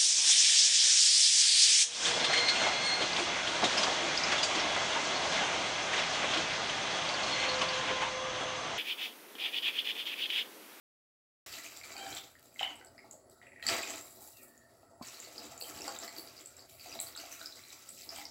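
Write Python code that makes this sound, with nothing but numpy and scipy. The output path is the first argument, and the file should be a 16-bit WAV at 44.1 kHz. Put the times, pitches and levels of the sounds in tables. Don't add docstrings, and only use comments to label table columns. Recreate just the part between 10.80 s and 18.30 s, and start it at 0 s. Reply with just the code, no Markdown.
import sys
import numpy as np
from scipy import signal
from scipy.fft import rfft, irfft, next_fast_len
from scipy.io import wavfile
from scipy.ndimage import uniform_filter1d

SR = 44100
rng = np.random.default_rng(int(sys.argv[2]) if len(sys.argv) > 2 else 0)


def to_linear_factor(level_db):
    exponent = np.asarray(level_db, float) / 20
    return 10 ** exponent


def store_pcm(level_fs):
    pcm = np.round(np.clip(level_fs, -1, 1) * 32767).astype(np.int16)
    wavfile.write(sys.argv[1], SR, np.atleast_2d(pcm).T)


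N = 330970
START_S = .662

# lowest f/Hz, highest f/Hz
SIZES_HZ = [(210, 1100), (1100, 1900), (1900, 3300), (3300, 8600), (8600, 16500)]
# bubbles per second, spread of loudness/dB, swings in which a bubble dies by 20 dB
BUBBLES_PER_S = [600, 700, 1000, 2200, 2500]
SIZE_SPREAD_DB = [2.4, 3.2, 3.4, 4.0, 4.4]
CYCLES = [7, 9, 9, 10, 4]
# f/Hz, width/Hz, level/dB
POT = [(302, 410, 3), (730, 230, 9), (1330, 130, 7.5), (2270, 1200, 4.5), (3873, 160, 9.5), (4630, 1050, 7),
       (7600, 1900, 13)]
# f/Hz, level/dB
SPLASH_COLOUR = [(190, -21), (250, -4.5), (1000, -8), (1700, -10.5), (3400, -9), (5700, -4), (8300, -12.5),
                 (9300, -16), (11000, -7.5), (13000, -7.5), (15800, -6.5)]
# f/Hz, level/dB
THUD = [(25, -38), (50, -20.5), (80, -2.5), (130, -4.5), (170, -14), (400, -52)]

# t/s, flow level/dB against a steady stream, depth level/dB
SLOSH = [
    (.7, 5, -1.5),
    (1.02, 0.5, 0),
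    (1.24, 2, 6),
    (1.38, 4.5, 2),
    (1.47, -10.5, -2),
    (1.74, -14, -11.5),
    (1.83, -0.5, 3.5),
    (1.92, -14.5, 7),
    (2.29, -22, 7),
]
DUMP = [
    (2.8, -41, -1),
    (2.83, 0, 2),
    (2.888, 15, 7.5),
    (2.944, 14.5, 11),
    (3.118, 7.5, 6.5),
    (3.344, -12.5, 1),
    (3.56, -18, -15),
    (4.0, -21.5, -4),
    (4.21, -32, 8),
]
POUR = [(4.226, 1, -1), (4.33, -1, -2.5), (4.62, -1.5, 4.5), (4.8, -3.5, 4.5), (5.07, 1.5, 6.5),
        (5.14, -1, 4), (5.234, -1, 4), (5.478, -4, 4), (5.6, -0.5, 1.5), (5.67, -8, -10), (5.852, -9, 7),
        (5.97, -10, -39), (6.046, 0.5, -12), (6.15, -1, 4), (6.266, -2.5, 0.5), (6.57, 1.5, -0.5),
        (6.75, -3.5, 2.5), (6.85, -3.5, -11), (7.07, -4, -4)]
STIR = [
    (7.1, -4, -6),
    (7.14, -9, -28),
    (7.24, -18, -24),
    (7.27, -11, -6),
    (7.3, -3, 2),
    (7.4, 3, -6),
    (7.47, -9, 6),
    (7.5, -15, -1.5),
]
# level/dB in a steady stream, dB per dB of flow, dB per dB of depth, level/dB at rest
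STREAM_DB = [-61.5, -62, -59.5, -55, -59.5]
FOLLOW_FLOW = [0.59, 0.98, 1.25, 1.01, 0.86]
FOLLOW_DEPTH = [1.27, 0.39, 0.0011, 0.081, -0.13]
SIMMER_DB = [-70, -88, -90, -84, -101]
# start t/s, level/dB, f/Hz, hold t/s
GUSHES = [(1.505, -73.5, 12000, 0.22), (1.816, -58, 2000, .02), (2.5, -70, 12000, .02),
          (4.1, -61, 600, 0.027), (2.61, -75.5, 2000, 0.18), (1.789, -45, 2000, 0.025),
          (4.796, -44, 11000, 0.017), (6.2, -45, 11000, .01), (5.552, -77, 5000, 0.028),
          (3.203, -58.5, 12000, 0.43), (3.302, -65.5, 5000, 0.28), (3.366, -61, 600, 0.025),
          (4.55, -56.5, 600, 0.055), (1.785, -51.5, 5000, 0.02), (5.37, -52, 12000, 0.029),
          (6.053, -58.5, 600, 0.029), (6.487, -62, 12000, 0.24), (6.644, -56, 5000, 0.085),
          (7.11, -58, 12000, 0.13), (7.116, -55, 5000, 0.079), (7.274, -64, 600, 0.067),
          (7.403, -60, 5000, .1), (1.8, -51.5, 1500, .04), (5.075, -58, 600, 0.028),
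          (5.075, -57, 1500, 0.026), (7.165, -60.5, 2500, 0.052), (7.3, -63, 1500, 0.043),
          (1.14, -62, 600, 0.19), (6.05, -63, 600, 0.17), (7.25, -62.5, 600, .12), (5.02, -58, 5000, .03),
          (5.19, -57, 5000, .03), (2.5, -70, 5000, 0.028)]
GUSH_RISE_S, GUSH_FALL_DB_PER_S = 0.01, 136

# f/Hz, level/dB
HUM = [(15, -85), (25, -43), (70, -2.5), (149, -21.5), (184, 2), (201, -18.5), (253, 9.5), (276, -20),
       (366, 1.5), (494, -11.5), (540, 0.5), (691, 0.5), (885, -60), (1300, -3), (1700, -24), (2210, -54),
       (3740, -120)]
# f/Hz, level/dB
HUM_LINES = [
    (82, -81),
    (122, -80.5),
]
# f/Hz, level/dB
HISS = [(1500, -24), (1900, 18), (3300, -62), (4400, 11.5), (6200, -4), (7700, 14.5), (9300, -6),
        (11000, 13.5), (12000, -24), (15800, 5.5)]
HUM_DB, HISS_DB = -67, -72

# f/Hz, t/s to fall by 60 dB
TILES = [(200, 0.21), (1000, 0.51), (2000, 0.39), (3000, 0.33), (8000, 0.27), (15000, 0.42)]
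# t/s, level/dB
ECHOES = [(.006, -12.5), (0.0124, -7), (.021, -19), (.033, -17.5)]

# t/s, peak level/dB, f/Hz
JAR_POPS = [(.7183, -42, 4900), (.7368, -36.5, 2710), (.7672, -35, 4050), (.7857, -38.5, 1990),
            (.8625, -35.5, 2500), (1.0132, -38, 2200), (1.0346, -40, 4400), (1.0381, -35.5, 2320),
            (1.1045, -38.5, 2200), (1.1249, -38.5, 7370), (1.154, -42, 790), (1.1653, -36, 2430),
            (1.1658, -32.5, 4630), (1.2626, -37, 1730), (1.3095, -36, 7300), (1.327, -42, 1500),
            (1.3267, -35.5, 4000), (1.327, -38, 3300), (1.383, -38, 3400), (1.405, -42, 3700),
            (1.372, -36, 4240), (1.3489, -32.5, 7600), (1.3674, -29.5, 3560), (1.3679, -37, 3110),
            (1.553, -45.5, 1840), (1.7595, -44, 2100), (1.795, -32, 2080), (1.81, -27, 764),
            (1.83, -34, 850), (1.84, -30.5, 2100), (1.823, -35, 1780), (1.895, -47, 7000)]
DRIP_POPS = [(1.9555, -44.5, 7800), (2.012, -45, 1530), (2.012, -47, 2000), (2.0473, -40, 7720),
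             (2.1792, -47.5, 4910), (2.1805, -44, 2000), (2.19, -43, 2155), (2.3106, -35.5, 7070),
             (2.339, -44.5, 607), (2.498, -46.5, 7820), (2.6704, -53, 7700), (3.307, -42, 7400),
             (3.475, -40.5, 7240), (3.777, -47, 7000), (4.031, -49, 683), (1.658, -51, 7400),
             (1.742, -52, 7600), (2.312, -43, 7770), (2.327, -48, 6800), (2.804, -54, 7540),
             (2.07, -50, 4900), (2.33, -44, 7700)]
DUMP_POPS = [(2.81, -44, 2220), (2.8255, -33, 1890), (2.826, -37, 4130), (2.826, -37, 3170),
             (2.826, -35, 2550), (2.837, -37, 4130), (2.826, -50, 7300), (2.8655, -28, 1910),
             (2.8665, -18.5, 4580), (2.867, -20, 7600), (2.886, -24, 7760), (2.8864, -16, 4760),
             (2.8914, -26, 1740), (2.9363, -27, 2243), (2.9907, -30.5, 2030), (3.0291, -29, 7450),
             (3.0326, -27.5, 2490), (3.1044, -31, 7530), (3.1049, -44, 2200), (3.1583, -31.5, 7340),
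             (3.2102, -34.5, 7440)]
POUR_POPS = [(4.2254, -38.5, 4600), (4.256, -42.5, 4290), (4.824, -32, 4570), (4.401, -31.5, 7060),
             (4.5803, -30, 4750), (4.777, -35, 7130), (4.812, -30, 4440), (5.0076, -33.5, 7160),
             (5.0184, -30.5, 5430), (5.08, -29, 4740), (5.163, -34.5, 3770), (5.188, -28, 7330),
             (5.278, -34, 4440), (5.279, -37, 7500), (5.383, -31, 4540), (5.659, -33, 7460),
             (5.793, -38.5, 4570), (6.0107, -38, 4540), (6.126, -36, 4840), (6.19, -30, 3970),
             (6.2004, -20.5, 7660), (6.27, -35.5, 4520), (6.375, -29, 4520), (6.5247, -35, 6060),
             (6.614, -36.5, 3930), (6.659, -26, 5030), (6.724, -36, 3990), (7.0907, -33, 7830),
             (7.2912, -28, 4950), (7.3604, -34.5, 7780), (7.453, -30.5, 5260),
             (4.473, -44, 637), (4.811, -39, 2600), (4.82, -43, 743), (4.822, -42.5, 481),
              (4.842, -38, 3100), (4.909, -42, 1320), (5.001, -41, 391), (5.0087, -39, 2700),
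              (5.077, -32.5, 796), (5.0775, -36.5, 1420), (5.079, -37, 1050), (5.08, -40, 530),
              (5.079, -29.5, 7470), (5.081, -40, 3080), (5.1596, -45, 1420), (5.16, -47, 1980),
              (5.246, -45, 1730), (5.28, -37, 2040), (5.385, -42, 340), (5.9968, -45.5, 2590),
              (6.058, -40, 740), (6.1174, -38.5, 2530), (6.188, -41, 708), (6.1919, -38, 2270),
              (6.3605, -40.5, 1420), (6.436, -39.5, 711), (6.6127, -37, 1440), (6.7915, -44, 2180),
              (7.362, -38.5, 3100), (7.385, -37.5, 800), (7.414, -39.5, 2090),
             (4.2694, -37, 6810), (4.2844, -40, 5780), (4.3444, -42, 4290), (4.371, -41.5, 4340),
            (4.4478, -39, 4420), (4.56, -42, 4800), (4.8224, -32.5, 7770), (4.9771, -36.5, 7500),
            (4.9874, -37, 4690), (5.234, -37, 5240), (5.3642, -37.5, 4630), (5.4735, -42, 4700),
            (5.5662, -45, 4860), (5.5782, -42, 4870), (5.6393, -46, 7600), (5.7667, -40.5, 7500),
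            (5.822, -45, 4690), (5.9963, -42.5, 4630), (6.094, -37, 5810), (6.1514, -38, 3840),
            (6.3507, -35, 3900), (6.363, -36, 7600), (6.4133, -37, 6030), (6.5172, -36.5, 6100),
            (6.735, -49, 3910), (6.8374, -42, 4070), (6.8833, -44, 7620), (6.9035, -40, 3890),
            (6.9294, -39, 6000), (7.0229, -47, 6000), (7.219, -38.5, 4850), (7.2594, -47, 7620),
            (7.3863, -39, 4880), (7.423, -43, 3850)]
SPRAY = [(1.4995, -62, 14900), (1.5155, -53, 14600), (1.5943, -47, 13200), (1.6277, -47, 13400),
         (1.658, -57, 10800), (1.6821, -55, 13500), (1.7274, -54, 13800), (1.7429, -53, 13700),
         (1.7699, -54, 11700), (1.9385, -51, 13800), (1.9639, -48, 10400), (1.9894, -55, 11300),
         (2.2374, -66, 10800), (2.3121, -58, 10540)]
CLANKS = [
    (1.7934, -23.5, 3033),
    (1.8298, -19.5, 2968),
    (1.842, -24.5, 2980),
    (1.865, -41, 2960),
]
RATTLE = [(2.6152, -44.5, 1916), (2.626, -50, 2100), (2.645, -50, 1920), (2.6676, -47, 2440),
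          (2.667, -48, 1950), (2.69, -53, 2100), (2.7188, -46.5, 2000), (2.719, -52, 2440),
          (2.74, -54, 2200), (2.7602, -44, 1900), (2.761, -52, 2400), (2.78, -54, 2200),
          (2.7966, -44, 1850), (2.797, -49, 2430)]
KNOCK = [
    (4.211, -36, 238),
    (4.21, -38, 627),
    (4.212, -40.5, 1037),
]
RING_S, RING_SLOPE, LONGEST_S = .034, .7, .045
TICK_DB, TICK_DB_PER_OCTAVE, TICK_DB_PER_DB = -22.5, 6, -0.22
STRAY_POPS_PER_S, STRAY_DB, STRAY_SPREAD_DB = 22, -48, 2

# t/s, f/Hz, level/dB
SQUEAK = [
    (1.14, 780, -65),
    (1.188, 777.6, -53),
    (1.31, 774.8, -60),
    (1.4, 771, -74),
]
# multiple of the pitch, level/dB
SQUEAK_TONES = [(1, 8), (2, 3), (3, 2), (4, 6), (5, -2), (6, -1), (7, -18), (8, -19), (9, -10), (10, -2)]
# t/s, f/Hz, level/dB
BIRD = [
    [(3.53, 2950, -63), (3.575, 2720, -53), (3.63, 2280, -61)],
    [(3.55, 1940, -64), (3.7, 1877, -60), (3.82, 1860, -62), (3.95, 1730, -74)],
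]


def evened(x):
    return x / np.sqrt(np.mean(x ** 2) + 1e-20)


def read(points, hz):
    f, value = np.transpose(points)
    return np.interp(np.log(hz + 1), np.log(f + 1), value)


def add(mix, s, sound):
    part = mix[round(s * SR):][:len(sound)]
    part += sound[:len(part)]


def steady(points, db, patchy_db):
    frames, hz = N // 512 + 5, np.fft.rfftfreq(2048, 1 / SR)
    a, b, patches = rng.standard_normal((frames, 1025, 3)).T
    patches = uniform_filter1d(patches, 20, 0)
    patches = evened(uniform_filter1d(patches, 8, 1))
    z = (a + 1j * b) * to_linear_factor(read(points, hz)[:, None] + patchy_db * patches)
    noise = signal.istft(z, nperseg=2048, noverlap=1536)[1][:N]
    return to_linear_factor(db) * evened(noise)


def bubble(hz, t60, glide):
    t = np.arange(round(max(t60, .001) * SR) + 40) / SR
    dying = to_linear_factor(-60 * t / max(t60, .001))
    opening = 1 - np.exp(-t * hz * 2)
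    return dying * opening * np.sin(2 * np.pi * hz * t * (1 + glide * t / t60))


def room(x, wet_db):
    taps = np.zeros(SR // 2)
    at = np.arange(440, SR // 2 - 20, 20)
    taps[at + rng.integers(0, 20, len(at))] = rng.choice([-1., 1.], len(at))
    hz, t, z = signal.stft(taps, SR, nperseg=256)
    fading = to_linear_factor(-60 * t / read(TILES, hz)[:, None])
    tail = signal.istft(z * fading, SR, nperseg=256)[1]
    tail = to_linear_factor(wet_db) * tail / np.linalg.norm(tail)
    tail[0] += 1
    for s, db in ECHOES:
        tail[round(s * SR)] += to_linear_factor(db)
    return signal.fftconvolve(x, tail)[:N]


def control(t):
    s, flow_db, depth_db = np.transpose(SLOSH + DUMP + POUR + STIR)
    return np.interp(t, s, flow_db), np.interp(t, s, depth_db)


def size_levels():
    t = np.arange(N) / SR
    flow_db, depth_db = control(t)
    power = []
    for base, a, b, rest in zip(STREAM_DB, FOLLOW_FLOW, FOLLOW_DEPTH, SIMMER_DB):
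        power.append(to_linear_factor(base + a * flow_db + b * depth_db) ** 2 + to_linear_factor(rest) ** 2)
    for s, db, hz, hold in GUSHES:
        rise = np.clip((t - s) / GUSH_RISE_S, 0, 1)
        falling_s = np.maximum(t - s - GUSH_RISE_S - hold, 0)
        size = sum(hz > hi for lo, hi in SIZES_HZ)
        power[size] += (rise * to_linear_factor(db - GUSH_FALL_DB_PER_S * falling_s)) ** 2
    return 10 * np.log10(power)


def thud(large_db):
    push_db = uniform_filter1d(large_db, size=8000) + 54.5
    return steady(THUD, -69.5, patchy_db=3.5) * to_linear_factor(0.48 * push_db)


def splash():
    levels, padded = size_levels(), next_fast_len(N)
    hz, out = np.fft.rfftfreq(padded, 1 / SR), np.zeros(N)
    pot_db = sum(db / (1 + (2 * (hz - f) / w) ** 2) for f, w, db in POT)
    pot = to_linear_factor(read(SPLASH_COLOUR, hz) + pot_db)
    clumps_db = 3.6 * evened(uniform_filter1d(rng.standard_normal(N), size=1000))
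    sizes = zip(SIZES_HZ, BUBBLES_PER_S, SIZE_SPREAD_DB, CYCLES, levels)
    for (lo, hi), rate, spread_db, cycles, db in sizes:
        loudness = to_linear_factor(spread_db * np.minimum(rng.exponential(1, N), 4) + clumps_db)
        births = loudness * (rng.random(N) < rate / SR)
        kind = rng.integers(0, 7, N)
        swarm = np.zeros(N)
        for k, f in enumerate(np.geomspace(lo, hi, num=7)):
            swarm += signal.oaconvolve(births * (kind == k), bubble(f, 3 * cycles / f, 0.11))[:N]
        swarm = rfft(room(swarm, -1.2), padded)
        swarm /= uniform_filter1d(abs(swarm), size=3000)
        band = 1 / np.sqrt((1 + (lo / (hz + 1)) ** 16) * (1 + (hz / hi) ** 16))
        out += evened(irfft(swarm * pot * band, padded)[:N]) * to_linear_factor(db)
    return out + thud(levels[0])


def house():
    out = steady(HUM, HUM_DB, patchy_db=3.0)
    out += steady(HISS, HISS_DB, patchy_db=2.5)
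    for hz, db in HUM_LINES:
        waver = uniform_filter1d(rng.standard_normal((2, N)), 5000)
        turning = np.exp(2j * np.pi * hz * np.arange(N) / SR)
        out += to_linear_factor(db) * evened(((waver[0] + 1j * waver[1]) * turning).real)
    return out


def bursts(rows, stretch, spread, open_s):
    rings, ticks = np.zeros(N), np.zeros(N)
    fade = to_linear_factor(-60 * np.arange(300) / (0.02 * SR))
    for (s, db, hz), chance in zip(rows, rng.standard_normal((len(rows), 303))):
        tick_db = TICK_DB + TICK_DB_PER_OCTAVE * np.log2(hz / 2000) + TICK_DB_PER_DB * (db + 56)
        t60 = stretch * min(RING_S * (2000 / hz) ** RING_SLOPE, LONGEST_S)
        neighbours = sum(bubble(hz * (1 + spread * c), t60, 0.033) for c in chance[:3])
        ring = bubble(hz, t60, 0.015) + 0.46 * neighbours
        ring *= np.minimum(np.arange(len(ring)) / (open_s * SR), 1)
        add(rings, s, to_linear_factor(db - 3.0) * ring / abs(ring).max())
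        add(ticks, s, to_linear_factor(db + tick_db) * chance[3:] * fade)
    bright = signal.butter(2, [3000., 15000.], "band", fs=SR, output="sos")
    return rings + signal.sosfilt(bright, ticks)


def stray_pops():
    at, which, detune, spread = rng.random((330, 4)).T
    s = np.cumsum(-np.log(1 - at)) / STRAY_POPS_PER_S + START_S
    notes_hz = np.array([f for f, w, db in POT[3:]])
    hz = notes_hz[(which * 4).astype(int)] * (1 + .12 * (detune - .5))
    db = STRAY_DB + control(s)[0] + STRAY_SPREAD_DB * (2 * spread - 1)
    return list(zip(s, db, hz))


def liquid_pops():
    rows = JAR_POPS + DRIP_POPS + DUMP_POPS + POUR_POPS + stray_pops()
    return bursts(rows, 1.0, 0.051, .0009)


def spray():
    return bursts(SPRAY, .45, .1, .0003)


def steel():
    return bursts(CLANKS, 2.3, 0.0186, .0007) + bursts(RATTLE, 1.25, .06, .0015)


def knock():
    return bursts(KNOCK, 1.0, .15, .002)


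def pops():
    bubbles = liquid_pops()
    close = spray() + knock()
    return room(bubbles + steel() + 0.35 * close, -2.5) + .7 * close


def whistle(rows, tones, rough):
    s, hz, db = np.transpose(rows)
    t = np.arange(s[0], s[-1], 1 / SR)
    wobble = 1 + rough * evened(uniform_filter1d(rng.standard_normal(len(t)), 300))
    turns = np.cumsum(np.interp(t, s, hz) * wobble) / SR
    tone = sum(to_linear_factor(d) * np.sin(2 * np.pi * k * turns) for k, d in tones)
    flutter_db = 3.8 * evened(uniform_filter1d(rng.standard_normal(len(t)), size=400))
    strength = np.sqrt(2) * to_linear_factor(np.interp(t, s, db) + flutter_db)
    return s[0], strength * tone * signal.windows.tukey(len(t), .15)


def squeak():
    out = np.zeros(N)
    add(out, *whistle(SQUEAK, SQUEAK_TONES, 0.011))
    return out


def bird():
    out = np.zeros(N)
    for rows in BIRD:
        add(out, *whistle(rows, [(0.98, 0.005)], 0.0285))
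    return out


def far_sounds():
    return room(to_linear_factor(-9.0) * squeak() + to_linear_factor(-15.5) * bird(), 1.7)


def scene():
    sounds = splash() + house() + pops() + far_sounds()
    started = np.arange(N) >= START_S * SR
    return (sounds * started)[None]


def low_pass(x):
    return signal.sosfilt(signal.butter(12, 16500, fs=SR, output="sos"), x)


def record(dry):
    limit = signal.firwin(255, 15900, window=("kaiser", 9), fs=SR)
    mix = signal.oaconvolve(dry, limit[None], "same")
    return low_pass(mix)


dry = scene()
out = record(dry)
store_pcm(out)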